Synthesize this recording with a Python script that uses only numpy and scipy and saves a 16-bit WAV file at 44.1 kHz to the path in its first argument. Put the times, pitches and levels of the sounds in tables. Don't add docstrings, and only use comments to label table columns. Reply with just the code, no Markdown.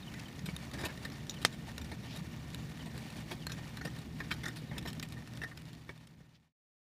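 import sys
import numpy as np
from scipy import signal
from scipy.fft import rfft, irfft, next_fast_len
from scipy.io import wavfile

SR = 44100
rng = np.random.default_rng(int(sys.argv[2]) if len(sys.argv) > 2 else 0)


def put_to_file(sound):
    columns = np.atleast_2d(sound).T
    safe = np.clip(columns, -1, 1)
    whole_steps = np.round(safe * 32767)
    wavfile.write(sys.argv[1], SR, whole_steps.astype(np.int16))


N = 308679
TIME = np.arange(N) / SR


def from_db(db):
    return 10 ** (np.asarray(db) / 20)

def unit_rms(x):
    return x / np.sqrt(np.mean(x ** 2) + 1e-20)

def envelopes(rows):
    s, *columns = np.transpose(rows)
    return [np.interp(TIME, s, column) for column in columns]

def drift(rate_hz):
    step, settle = 40, 2000
    pole = np.exp(-2 * np.pi * rate_hz * step / SR)
    noise = rng.standard_normal(N // step + settle + 2)
    slow = signal.lfilter([1], [1, -2 * pole, pole * pole], noise)[settle:]
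    return np.interp(np.arange(N) / step, np.arange(len(slow)), unit_rms(slow))

def band(x, low_hz, high_hz):
    return signal.sosfilt(signal.butter(2, [low_hz, high_hz], "band", fs=SR, output="sos"), x)

def colour(x, spectrum):
    hz, db = np.transpose(spectrum)
    size = next_fast_len(N)
    bins = np.maximum(np.arange(size // 2 + 1) * SR / size, 1)
    gain = from_db(np.interp(np.log(bins), np.log(hz), db, left=-70, right=-70))
    return irfft(rfft(x, size) * gain, size)[:N]

def resonate(x, hz, width_hz):
    r = np.exp(-np.pi * width_hz / SR)
    feedback = [1, -2 * r * np.cos(2 * np.pi * hz / SR), r * r]
    return signal.lfilter(np.array([1, 0, -1]) * (1 - r * r) / 2, feedback, x + 1e-18)

def grains(per_s, spread_db):
    sizes = from_db(spread_db * np.minimum(rng.exponential(1, N), 4))
    return unit_rms(sizes * rng.choice([-1, 1], N) * (rng.random(N) < per_s / SR))

def strike(impacts, modes, in_phase=False, detune=0):
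    out, t = np.zeros(N), np.arange(SR // 8) / SR
    hz, db, t60 = np.transpose(modes)[:, :, None]
    polarity = (1 if in_phase else -1) ** np.arange(len(modes))[:, None]
    decays = polarity * from_db(db - 60 * t / t60)
    for s, level_db in impacts:
        at = int(s * SR)
        pitches = hz * (1 + detune * rng.standard_normal(hz.shape))
        out[at:at + len(t)] += from_db(level_db) * np.sum(decays * np.sin(2 * np.pi * pitches * t), 0)
    return out


# (time [s], level [dB])
HUM_LEVELS = [(0, -47.5), (1.3, -54.5), (2.0, -45.5), (3.5, -46), (4.2, -43.5), (5.4, -41.5)]
# (harmonic number, level [dB])
HUM_HARMONICS = [(1, -24.5), (3, -7), (4, -5.5), (6, -17.5), (8, -25.5)]

def hum(fundamental_hz=39.6):
    cycles = np.cumsum(fundamental_hz * (1 + 0.00401 * drift(1.18))) / SR
    partials = sum(from_db(db + 2 * drift(6.5)) * np.sin(2 * np.pi * (k * cycles + rng.random()))
                   for k, db in HUM_HARMONICS)
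    return from_db(envelopes(HUM_LEVELS)[0]) * np.sqrt(2) * partials


# (frequency [Hz], spectral level [dB])
RUMBLE_SPECTRUM = [(20, -40.5), (40, -12.5), (62, -3), (100, -4.5), (150, 1.5), (220, -0.5), (300, -4.5),
                   (360, -11.5), (600, -21.5), (1200, -43)]
# (frequency [Hz], bandwidth [Hz], level [dB])
BOOM_MODES = [(72.9, 9.7, -5.5), (131.6, 9.3, -5.5), (168.4, 4.2, -14.5), (220.6, 1.6, -10),
              (250.6, 13, -23), (273, 17, -14)]

def rumble():
    shake = unit_rms(colour(rng.standard_normal(N), RUMBLE_SPECTRUM))
    booms = sum(from_db(db) * unit_rms(resonate(rng.standard_normal(N), hz, width))
                for hz, width, db in BOOM_MODES)
    return unit_rms(shake + booms) * from_db(0.93 * drift(5.8))


# (frequency [Hz], bandwidth [Hz], gain [dB])
FRAME_MODES = [(367.7, 78, -6), (1220, 120, -8.5), (1822, 260, 6.5), (2400, 220, -2), (3360, 150, -14.5),
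               (3782, 120, 4.5), (4013, 150, 3), (5600, 570, 5.5), (5970, 170, 9.5), (6650, 370, 12),
               (8350, 270, -9), (12820, 88, -11)]

def through_frame(x, ring_db, loose=False):
    scatter = rng.standard_normal((len(FRAME_MODES), 2)) * loose
    rings = sum(from_db(db + 2.5 * louder) * resonate(x, hz * np.exp(0.045 * sharper), width)
                for (hz, width, db), (sharper, louder) in zip(FRAME_MODES, scatter))
    return x + from_db(ring_db) * rings

def pebbles(per_s):
    pitches = np.geomspace(600, 11000, 14)
    clicks = grains(per_s, spread_db=-0.5)
    size_class = rng.integers(0, len(pitches), N)
    return sum(resonate(clicks * (size_class == k), hz, hz / 9) for k, hz in enumerate(pitches))


# (frequency [Hz], gain [dB])
GRIT_SPECTRUM = [(200, 0.5), (450, 1), (800, 2), (1400, -3), (2200, -0.5), (2800, -3), (4000, -5),
                 (5500, -9), (7000, -12.5), (9000, -15.5), (12000, -17), (15500, -15)]

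def grit():
    pressure = drift(18)
    hiss = rng.standard_normal(N) * from_db(0.92 * pressure)
    cracks = from_db(-0.5) * unit_rms(pebbles(per_s=2200 * from_db(6 * pressure)))
    crumbs = from_db(-9) * grains(per_s=60, spread_db=3)
    return unit_rms(colour(through_frame(hiss + cracks + crumbs, ring_db=-31.5), GRIT_SPECTRUM))


# (time [s], half duration [s], level [dB])
PAW_DRAGS = [(0.198, 0.006, -47), (2.118, 0.043, -51.5), (4.408, 0.011, -57), (6.357, 0.018, -45.5)]
TYRE_SKIDS = [(.743, .012, -56), (.789, .008, -48), (.814, 0.0081, -49), (.856, 0.018, -45.5),
              (.903, .016, -48)]
# (frequency [Hz], spectral level [dB])
PAW_SPECTRUM = [(1200, -13), (2500, 1), (4200, -1), (5500, -3), (9000, -32), (15500, -24)]
SKID_SPECTRUM = [(250, -2), (500, 0), (1100, -3), (1750, 8), (2600, -1), (5000, -17), (12000, -33)]

def scrapes():
    out = np.zeros(N)
    for events, spectrum, per_s in [(PAW_DRAGS, PAW_SPECTRUM, 5600), (TYRE_SKIDS, SKID_SPECTRUM, 2800)]:
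        swell = sum(from_db(db) * np.exp(-((TIME - s) / half) ** 2) for s, half, db in events)
        out += swell * unit_rms(colour(grains(per_s, spread_db=4.5), spectrum))
    return out


# (time [s], chirp level [dB], slide level [dB])
SQUEAK_EVENTS = [(0.012, -49, -54.5), (0.195, -56, -65), (1.305, -51.5, -59), (2.007, -55, -61),
                 (2.742, -56, -66), (3.358, -55, -56), (4.676, -60, -60)]
# (time from onset [s], frequency [Hz], level [dB])
SQUEAK_GLIDE = [(0, 4200, -4), (0.026, 3750, -1), (0.042, 3400, -3), (.058, 3170, -9), (.075, 2930, -5),
                (0.095, 2500, -7.5), (0.125, 2050, 1), (0.188, 1790, -2.5), (.25, 1820, -5)]

def squeaks(chirp_at_s=0.0685, chirp_half_s=0.0093, roughness=0.52):
    out = np.zeros(N)
    s, hz, db = np.transpose(SQUEAK_GLIDE)
    t = np.arange(int(s[-1] * SR)) / SR
    scratch = drift(127) + 1j * drift(127)
    catching = scratch / (1 + np.exp(-1.5 * drift(45)))
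    waver = 0.015 * drift(40)
    chirp_window = np.exp(-((t - chirp_at_s) / chirp_half_s) ** 2)
    for start, chirp_db, slide_db in SQUEAK_EVENTS:
        span = slice(int(start * SR), int(start * SR) + len(t))
        cycles = np.cumsum(np.interp(t, s, hz) * (1 + waver[span])) / SR
        chirp = from_db(chirp_db) * chirp_window * (1 + roughness * scratch[span])
        slide = from_db(slide_db + np.interp(t, s, db)) * catching[span]
        out[span] += np.real((chirp + slide) * np.exp(2j * np.pi * cycles))
    return from_db(2.5) * out


# (time [s], relative level [dB])
STONE_SNAPS = [(0.198, 1), (0.5645, 3), (0.651, -2), (0.742, 2), (0.789, -2), (0.814, 5), (0.85, 9.5),
               (1.297, 8), (1.78, 8), (1.846, 1), (2.163, 2), (2.173, 4), (2.503, -2), (2.533, -2),
               (2.546, -5), (2.697, -3), (2.86, -3), (3.2025, -5), (3.353, -9), (3.679, -4), (3.692, -5),
               (4.34, 3), (4.484, 7), (5.087, 5.5), (5.367, 1), (6.073, 7)]

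def stones(decay_s=0.0022):
    out, t = np.zeros(N), np.arange(SR // 40) / SR
    for s, db in STONE_SNAPS:
        at = int(s * SR)
        snap = rng.standard_normal(len(t)) * np.exp(-t / decay_s)
        pitches = np.geomspace(3200, 12000, 4) * rng.uniform(0.75, 1.25, 4)
        ring = from_db(-7) * sum(resonate(snap, hz, hz / 20) for hz in pitches)
        out[at:at + len(t)] += from_db(db - 44) * band(snap + ring, 1800, 10300)
    return out


# (time [s], level [dB])
RUT_JOLTS = [(0.415, 2.5), (0.436, 3), (0.4805, 4), (0.531, 2.5), (0.813, -3), (1.4485, 1), (2.181, -2),
             (2.212, 2), (3.186, -1.5), (3.313, -5), (3.852, -4), (4.313, -1.5), (4.391, -3)]
# (frequency [Hz], level [dB], T60 [s])
SEAT_MODES = [(154.6, -27.5, 0.046), (201, -34, 0.043)]

def seat_jolts():
    return band(strike(RUT_JOLTS, SEAT_MODES, detune=0.067), 115.5, 594)


# (time [s], level [dB])
STOP_IMPACTS = [(0.488, 1.5), (0.838, 0.5), (0.8505, -4), (1.917, -6), (3.3125, -0.5), (4.2035, -3.5),
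                (4.854, -3), (5.417, 2.5), (5.436, -1), (5.8928, 10)]
# (frequency [Hz], level [dB], T60 [s])
STOP_MODES = [(317, -27.5, 0.0095), (524, -38.5, 0.02), (875, -43, 0.013), (1430, -38.5, 0.0085),
              (1830, -42, 0.031), (2334, -39, 0.058), (3470, -41.5, 0.018), (5560, -53, 0.0083)]

def pole_butts():
    return strike(STOP_IMPACTS, STOP_MODES, detune=0.067)


# (time [s], level [dB])
HITCH_SLIPS = [(4.3080, -2), (4.3132, 11.5), (4.3164, 9.5), (4.3182, -17.5), (4.3212, 0), (4.3242, -8)]
# (frequency [Hz], level [dB], T60 [s])
HITCH_MODES = [(850, -50, 0.013), (1430, -40, 0.0084), (1850, -40.5, 0.0099), (2280, -39.5, 0.028),
               (2620, -40.5, 0.017), (3134, -49, 0.067), (3470, -42.5, 0.011), (4600, -50, 0.021)]

def hitch_judder():
    return strike(HITCH_SLIPS, HITCH_MODES)


# (time [s], level [dB])
HOOK_IMPACTS = [(1.2943, -20), (1.2957, 3), (1.3005, -26), (1.3043, -24), (1.3091, -7), (3.5197, -3.5),
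                (4.457, -4)]
# (frequency [Hz], level [dB], T60 [s])
HOOK_MODES = [(3750, -29, .013), (4550, -45, .025), (5170, -45, .03), (5700, -38, .028), (6005, -41, .06),
              (6450, -48, .06), (6880, -42, .055), (8100, -48, .02), (12400, -47, .02)]

def hook_clinks():
    return strike(HOOK_IMPACTS, HOOK_MODES)


# (time [s], level [dB])
KNOCK_IMPACTS = [(1.4493, -10), (1.4501, 0), (1.4517, -11.5)]
# (frequency [Hz], level [dB], T60 [s])
POLE_MODES = [(330, -35.5, 0.028), (530, -24, 0.012), (750, -31.5, 0.011), (880, -24.5, 0.014),
              (1276, -26.5, 0.0069), (1640, -24, 0.014), (1820, -17, 0.016), (2055, -13, 0.012),
              (2730, -24.5, .007), (3190, -16, 0.017), (3626, -25.5, 0.039), (4200, -10.5, 0.0056),
              (5080, -20, 0.012), (8200, -13.5, 0.005), (11980, -28, 0.0061)]

def pole_knock(shiver_decay_s=0.01):
    age = np.maximum(TIME - KNOCK_IMPACTS[-1][0], 0)
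    shiver = unit_rms(band(through_frame(rng.standard_normal(N), ring_db=-14), 330, 5800))
    crack = band(strike(KNOCK_IMPACTS, POLE_MODES, in_phase=True), 150, 14500)
    return from_db(-0.5) * crack + from_db(-28.5) * shiver * (age > 0) * np.exp(-age / shiver_decay_s)


# (low edge [Hz], high edge [Hz])
RATTLE_BANDS = [(240, 950), (1250, 2100), (2250, 5700), (5800, 15500)]

def bursts(chatter, events, bands_db):
    part_pitches = np.geomspace(418.2, 10520, 10) * np.exp(rng.uniform(-0.2, 0.2, (len(events), 10)))
    out = np.zeros(N)
    for (s, decay, db, hardness_db), pitches in zip(events, part_pitches):
        at = int(s * SR)
        age = np.arange(SR // 8) / (decay * SR)
        tail = from_db(-18) * np.exp(-age / 3.3) * np.minimum(age, 1)
        swell = np.sqrt(age) * np.exp(-age) + tail
        burst = through_frame(chatter[at:at + len(age)] * swell, ring_db=1, loose=True)
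        own_ring = from_db(6.5) * sum(resonate(burst, hz, 40 + hz / 35) for hz in pitches)
        levels_db = db + np.array(bands_db) + hardness_db * np.array([0, 0, 1, 1])
        for edges, level_db in zip(RATTLE_BANDS, levels_db):
            part = band(burst + own_ring, *edges)
            out[at:at + len(age)] += from_db(level_db) * part * np.sqrt(decay * SR / np.sum(part ** 2))
    return out

def patter(chatter, per_s=5, decay_s=0.0011):
    jitter, softness = rng.standard_normal((60, 2)).T
    times = (np.arange(60) + 1 + 0.3 * jitter) / per_s
    events = [(s, decay_s, db, 0) for s, db in zip(times, -54.5 - 3.5 * softness) if 0 < s < 6.5]
    return bursts(chatter, events, bands_db=(5, -1, 0, -12))


# (time [s], decay time [s], level [dB], hardness [dB])
BUCKLE_TICKS = [(.139, 0.003, -45.5, -2), (.282, .0024, -55.5, 5), (.391, 0.0016, -43, -1),
                (.458, 0.0048, -43.5, -0.5), (.564, 0.00065, -37, 2), (.7135, 0.0011, -41.5, -4),
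                (.735, 0.0044, -45.5, -1.5), (.852, 0.006, -39, 0), (.974, 0.0018, -43, -5.5),
                (1.0995, 0.0013, -44, -3), (1.1185, 0.0023, -48, -0.5), (1.268, .001, -47, -1),
                (1.34, 0.003, -48, -1), (1.415, 0.0081, -51, 1), (1.4272, 0.0011, -45, -1),
                (1.523, 0.011, -50, -3.5), (1.7165, .001, -46.5, -2), (1.7796, 0.0012, -36.5, -1.5),
                (1.8125, 0.0041, -46.5, -0.5), (2.546, 0.00048, -35.5, 1), (2.9765, 0.0022, -43, -4),
                (3.102, 0.0015, -48, 0), (3.126, 0.00066, -48, -2), (3.4675, 0.0015, -32.5, -1.5),
                (3.516, 0.0072, -50, 0.5), (3.7708, 0.00079, -45, 2), (3.963, 0.00099, -43.5, -4.5),
                (3.986, 0.0022, -47.5, -1.5), (4.313, 0.006, -42, -1.5), (4.481, 0.0028, -45, 1),
                (4.558, 0.013, -46.5, -2), (4.7796, 0.0034, -39, 1.5), (4.826, .0012, -47, -2),
                (4.874, 0.0073, -42, 0.5), (4.902, 0.00071, -44, 2), (4.93, 0.0013, -41.5, -1),
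                (4.9969, 0.0015, -37.5, 2.5), (5.0268, 0.0033, -41, 4), (5.122, 0.0023, -47.5, 3.5),
                (5.2207, 0.0013, -44, -9), (5.2738, 0.0018, -41.5, -4.5), (5.3345, 0.0014, -46, 1),
                (5.3543, .001, -47, -2), (5.3727, 0.0016, -43, 0.5), (5.574, 0.0013, -38, 0.5),
                (5.6195, .0008, -45, -1), (5.654, .001, -46, -0.5), (5.7305, 0.0015, -46, 2),
                (5.7494, 0.0011, -47, 2), (5.848, 0.0012, -49, 0), (5.9765, 0.00092, -44, -1),
                (6.07, 0.002, -42, -2)]
HITCH_CLACKS = [(1.049, 0.004, -44.5, 2.5), (3.495, 0.0078, -50.5, 2), (3.768, 0.01, -55, 1),
                (3.8105, 0.0064, -49, -2), (3.87, 0.0066, -54, 1), (4.201, 0.0071, -44.5, -4.5),
                (4.308, 0.0065, -45, -1), (4.434, 0.0049, -44.5, 1), (4.453, 0.014, -45.5, -3),
                (5.162, 0.0071, -55.5, -5), (5.4165, 0.0071, -42.5, -5), (5.4327, 0.0054, -38.5, -3),
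                (5.512, 0.0065, -51.5, -13)]
FRAME_THUMPS = [(0.729, 0.015, -53.5, -8), (0.782, 0.027, -49.5, -2), (0.835, 0.015, -47, -6),
                (1.914, 0.0061, -48, -3), (2.159, 0.0084, -54, 2.5), (2.855, 0.015, -55, -2.5),
                (2.94, 0.013, -56.5, -5), (3.165, 0.0021, -55, 4), (3.312, 0.0087, -43.5, -0.5),
                (3.85, 0.005, -43, -1), (4.709, 0.014, -51, -16), (4.765, 0.0042, -50, -24),
                (4.853, 0.007, -45.5, -3), (5.89, 0.0054, -40, -11), (6.202, .005, -50.5, -9)]

def rattles():
    contacts = grains(per_s=4000, spread_db=3)
    chatter = signal.lfilter([1], [1, -0.65], contacts)
    ticks = bursts(chatter, BUCKLE_TICKS, bands_db=(-6.5, -1, 6, 2))
    clacks = bursts(chatter, HITCH_CLACKS, bands_db=(-1, 8, 5.5, 0))
    thumps = bursts(chatter, FRAME_THUMPS, bands_db=(4.8, 3.9, 7, 2.2))
    return from_db(1.5) * (ticks + clacks + thumps + patter(chatter))

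def shaking(half_s=0.023):
    coarse = TIME[::100]
    swells = sum(np.exp(-((coarse - s - half_s / 2) / half_s) ** 2) for s, *_ in FRAME_THUMPS)
    return np.interp(TIME, coarse, np.minimum(swells, 1))


# (time [s], rumble level [dB], grit level [dB])
ROLLING_LEVELS = [(0.0, -47.5, -55.5), (0.54, -46, -57.5), (0.96, -46, -56.5), (1.08, -46, -56.5),
                  (2.02, -46, -58), (3.01, -47.5, -56), (4.51, -46, -58), (4.87, -46, -57),
                  (5.19, -45.5, -56.5), (5.4, -44.5, -55.5), (5.7, -46, -55)]

def scene():
    rumble_db, grit_db = envelopes(ROLLING_LEVELS)
    shake = shaking()
    low = from_db(rumble_db + 1.5 + 3 * shake) * rumble() + hum()
    impacts = pole_knock() + hook_clinks() + hitch_judder() + seat_jolts() + pole_butts()
    friction = squeaks() + scrapes()
    ground = from_db(grit_db + 4 + 1.5 * shake) * grit()
    rattling = rattles()
    pole_ring = from_db(4.5) * resonate(rattling + from_db(-4.5) * ground, hz=1820, width_hz=47)
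    return (low + ground + rattling + pole_ring + impacts + friction + stones())[None]

def record(dry, fade_start_s=4.51, fade_end_s=6.528, cutoff_hz=15450):
    fade = np.clip((fade_end_s - TIME) / (fade_end_s - fade_start_s), 0, 1)
    low_pass = signal.ellip(10, 0.2, 70, cutoff_hz, fs=SR, output="sos")
    return signal.sosfilt(low_pass, from_db(-2) * fade * dry)


dry = scene()
out = record(dry)
put_to_file(out)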